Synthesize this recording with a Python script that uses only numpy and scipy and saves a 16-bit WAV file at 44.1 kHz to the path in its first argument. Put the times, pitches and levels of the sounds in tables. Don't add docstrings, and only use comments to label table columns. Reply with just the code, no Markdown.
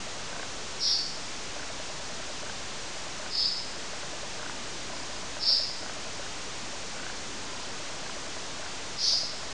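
import sys
import numpy as np
from scipy import signal
from scipy.fft import rfft, irfft
from scipy.io import wavfile

SR = 44100
rng = np.random.default_rng(int(sys.argv[2]) if len(sys.argv) > 2 else 0)


def dump(signal):
    limited = np.clip(np.atleast_2d(signal).T, -1, 1)
    pcm = np.round(limited * 32767).astype(np.int16)
    wavfile.write(sys.argv[1], SR, pcm)


N = 420273
TIME = np.arange(N) / SR

# start in seconds, length in seconds, source level in dB, point of greatest
# effort and length of the closing whistle as shares of the call, first, top and last pitch in Hz,
# centre and width of the throat resonance in Hz.
BIRD_CALLS = [(.789, 0.165, -26.7, 0.39, .25, 5633, 5790, 4517, 5106, 1654),
              (3.295, .185, -28, 0.57, 0.1584, 5110, 5343, 5250, 4985, 1305),
              (5.394, .158, -24.5, 0.53, .13, 5400, 5565, 4948, 4967, 1184),
              (8.972, .172, -25.5, .45, .15, 4954, 6780, 4920, 4947, 1306)]

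# frequency in Hz, time to decay by 60 dB in seconds, gain in dB.
BARREL_MODES = [(611, .04, 1.5), (734, .025, -8), (1015, .045, -10)]
HOLDER_MODES = [(1520, .02, -0.5), (1670.3, 0.015, -8), (2982, .014, -9), (761.4, 0.033, -12.5)]
SPRING_MODES = [(4890, 0.029, 0.5), (1011.4, .045, -2.5), (5928, .015, -9), (681, .025, -5)]
REST_KNOCK_DB = (-30.5, -35.5, -46)
FORWARD_KNOCK_DB = (-44, -24.5, -47)
BACK_KNOCK_DB = (-42, -40, -33.5)
# start in seconds, number of steps, gain in dB.
FOCUS_PROBES = [(.069, 2, -2), (1.172, 1, -1.5), (1.7, 7, 0), (2.968, 2, -1), (3.933, 4, 0),
                (5.233, 1, -2.5), (5.368, 1, 1), (5.499, 3, -2), (5.969, 2, -2), (6.733, 2, -2.5),
                (7.8, 2, -2), (8.167, 3, -1.5), (9.133, 4, -1.5)]
# start in seconds, number of steps, gain in dB,
# direction (1 forward, -1 back), starting speed as a share of full speed.
FOCUS_RUNS = [(.297, 5, -.7, 1, .15), (1.564, 3, 0, 1, 0), (2.431, 3, 1, 1, 0), (3.197, 3, -.5, 1, 0),
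              (4.397, 4, 0, 1, .55), (4.9, 5, .5, -1, .5), (5.1, 3, .5, -1, .5), (5.83, 3, .5, 1, 0),
              (6.197, 3, .5, 1, 0), (6.966, 5, 0, 1, .4), (7.5, 5, -1, -1, .5), (8.031, 3, .5, 1, .15),
              (8.597, 3, -1, 1, 0)]

# frequency in Hz, relative spectral density in dB.
NOISE_SPECTRUM = [(20, 1), (90, 1), (140, 0), (300, 0.5), (650, 0), (1200, -2), (2200, -5), (3500, -5.5),
                  (5200, -5), (6500, -3.5), (8000, -4)]
# start in seconds, length in seconds, level at the crest in dB.
RUMBLE_SWELLS = [(4.48, .6, -55), (7.08, .55, -53)]


def undb(db):
    return 10 ** (np.asarray(db) / 20)


def unit_rms(x):
    return x / np.sqrt(np.mean(x ** 2))


def add(track, start_s, x):
    i = max(int(start_s * SR), 0)
    track[i:i + len(x)] += x[:max(N - i, 0)]


def filtered(x, gain):
    return irfft(rfft(x) * gain(np.arange(len(x) // 2 + 1) * SR / len(x)), len(x))


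def resonance(centre_hz, width_hz):
    return lambda f: 1 / (1 + (2 * (f - centre_hz) / width_hz) ** 2)


def wander(t, rate):
    knots = rng.standard_normal(N // 100)
    return np.interp(t * rate, np.arange(len(knots)), knots)


def chirp(length_s, peak_at, closing, first_hz, top_hz, last_hz, throat_hz, width_hz,
          trill_hz=135, swing_hz=1900, opening=.13):
    t = np.arange(int(length_s * SR)) / SR
    progress = t / length_s
    trill_cycles = np.cumsum(trill_hz * (1 + .25 * wander(t, 150))) / SR
    depth_hz = (swing_hz + .9 * max(top_hz - 5400, 0)) * (1 + .16 * wander(trill_cycles, .9696))
    trill_pitch = top_hz - depth_hz * np.sin(np.pi * trill_cycles) ** 2
    whistle_pitch = np.interp(progress, [.25, .75], [first_hz, last_hz])
    buzz = np.clip(np.minimum(progress / opening, (1 - progress) / max(closing, .01)), 0, 1) ** 3
    waver = 1 + .005 * wander(t, 400)
    pitch = (whistle_pitch + buzz * (trill_pitch - whistle_pitch)) * waver
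    effort = np.interp(progress, [0, np.clip(peak_at, .1, .8), .9, 1], [0, 1, .6, 0]) ** .85
    tone = effort * np.sin(2 * np.pi * np.cumsum(pitch) / SR)
    throat = resonance(throat_hz, width_hz)
    return unit_rms(filtered(tone, lambda f: throat(f) * (1 - np.tanh((f - top_hz) / 90))))


def bird(room_t60_s=.69, direct_db=-7):
    calls = np.zeros(N)
    for start_s, length_s, db, *voicing in BIRD_CALLS:
        add(calls, start_s, undb(db) * chirp(length_s, *voicing))
    echoes = rng.standard_normal(SR) * np.exp(-np.log(1000) * TIME[:SR] / room_t60_s)
    reverberation = signal.fftconvolve(calls, echoes / np.linalg.norm(echoes))[:N]
    return undb(direct_db) * calls + reverberation


def lens_steps(frame_hz=30, probe_frames=3, pickup_steps=1.1):
    rest_db = np.array(REST_KNOCK_DB)
    steps = [(start_s + k * probe_frames / frame_hz, rest_db + db)
             for start_s, count, db in FOCUS_PROBES for k in range(count)]
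    for start_s, count, db, direction, first_speed in FOCUS_RUNS:
        moving_db = np.array(FORWARD_KNOCK_DB if direction > 0 else BACK_KNOCK_DB)
        for k in range(count):
            speed = 1 - (1 - first_speed) * np.exp(-k / pickup_steps)
            steps.append((start_s + k / frame_hz, rest_db + speed * (moving_db - rest_db) + db))
    return steps


def lens_ring(modes, push_s, detune=.025):
    t = TIME[:SR // 10]
    tone = np.zeros(len(t))
    for hz, t60_s, db in modes:
        mistuning, phase = rng.standard_normal(2)
        decay = np.exp(-np.log(1000) * t / t60_s)
        tone += undb(db) * decay * np.sin(2 * np.pi * (hz * (1 + detune * mistuning) * t + phase))
    return tone * (1 - np.exp(-t / push_s))


def lens_rub(length_s=.012):
    count = int(length_s * SR)
    friction = filtered(rng.standard_normal(SR // 10), resonance(centre_hz=1100, width_hz=2200))
    return np.hanning(count) * unit_rms(friction)[:count]


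def focus_motor(rub_db=-13.5):
    ticks = np.zeros(N)
    for start_s, (barrel_db, holder_db, spring_db) in lens_steps():
        knock = (undb(barrel_db) * lens_ring(BARREL_MODES, push_s=.0024)
                 + undb(holder_db) * lens_ring(HOLDER_MODES, push_s=.0016)
                 + undb(spring_db) * lens_ring(SPRING_MODES, push_s=.00065, detune=.0074))
        add(ticks, start_s - .002, knock)
        add(ticks, start_s - .005, undb(max(barrel_db, holder_db, spring_db) + rub_db) * lens_rub())
    return ticks


def room_noise(level_db=-42, drift_db=.15):
    hz, db = np.transpose(NOISE_SPECTRUM)
    white = rng.standard_normal(N)
    noise = filtered(white, lambda f: undb(np.interp(np.log(f + 1), np.log(hz), db)) * (f < 8000))
    return unit_rms(noise) * undb(level_db - drift_db * wander(TIME, 2))


def rumble():
    envelope = np.zeros(N)
    for start_s, length_s, db in RUMBLE_SWELLS:
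        from_crest = 2 * (TIME - start_s) / length_s - 1
        envelope += undb(db) * np.sqrt(np.maximum(1 - from_crest ** 2, 0))
    band = filtered(rng.standard_normal(N), resonance(centre_hz=300, width_hz=260))
    return envelope * unit_rms(band)


def scene():
    return np.tile(bird() + focus_motor() + room_noise() + rumble(), (2, 1))


def record(dry, quantum=.025, threshold=-.0008, smoothing_hz=7820, top_hz=11600):
    sampled = signal.resample_poly(dry, 160, 441, axis=1)
    quantized = quantum * np.floor((sampled - threshold) / quantum)
    smoothing = signal.firwin(8 * 441 + 1, smoothing_hz, window=("kaiser", 5.4), fs=160 * SR)
    smoothed = signal.resample_poly(quantized, 441, 160, axis=1, window=smoothing)[:, :N]
    soft_ends = np.minimum(np.minimum(TIME, TIME[-1] - TIME) / .003, 1)
    lowpass = signal.ellip(8, .1, 70, top_hz, fs=SR, output="sos")
    return signal.sosfilt(lowpass, smoothed * soft_ends)


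dry = scene()
out = record(dry)
dump(out)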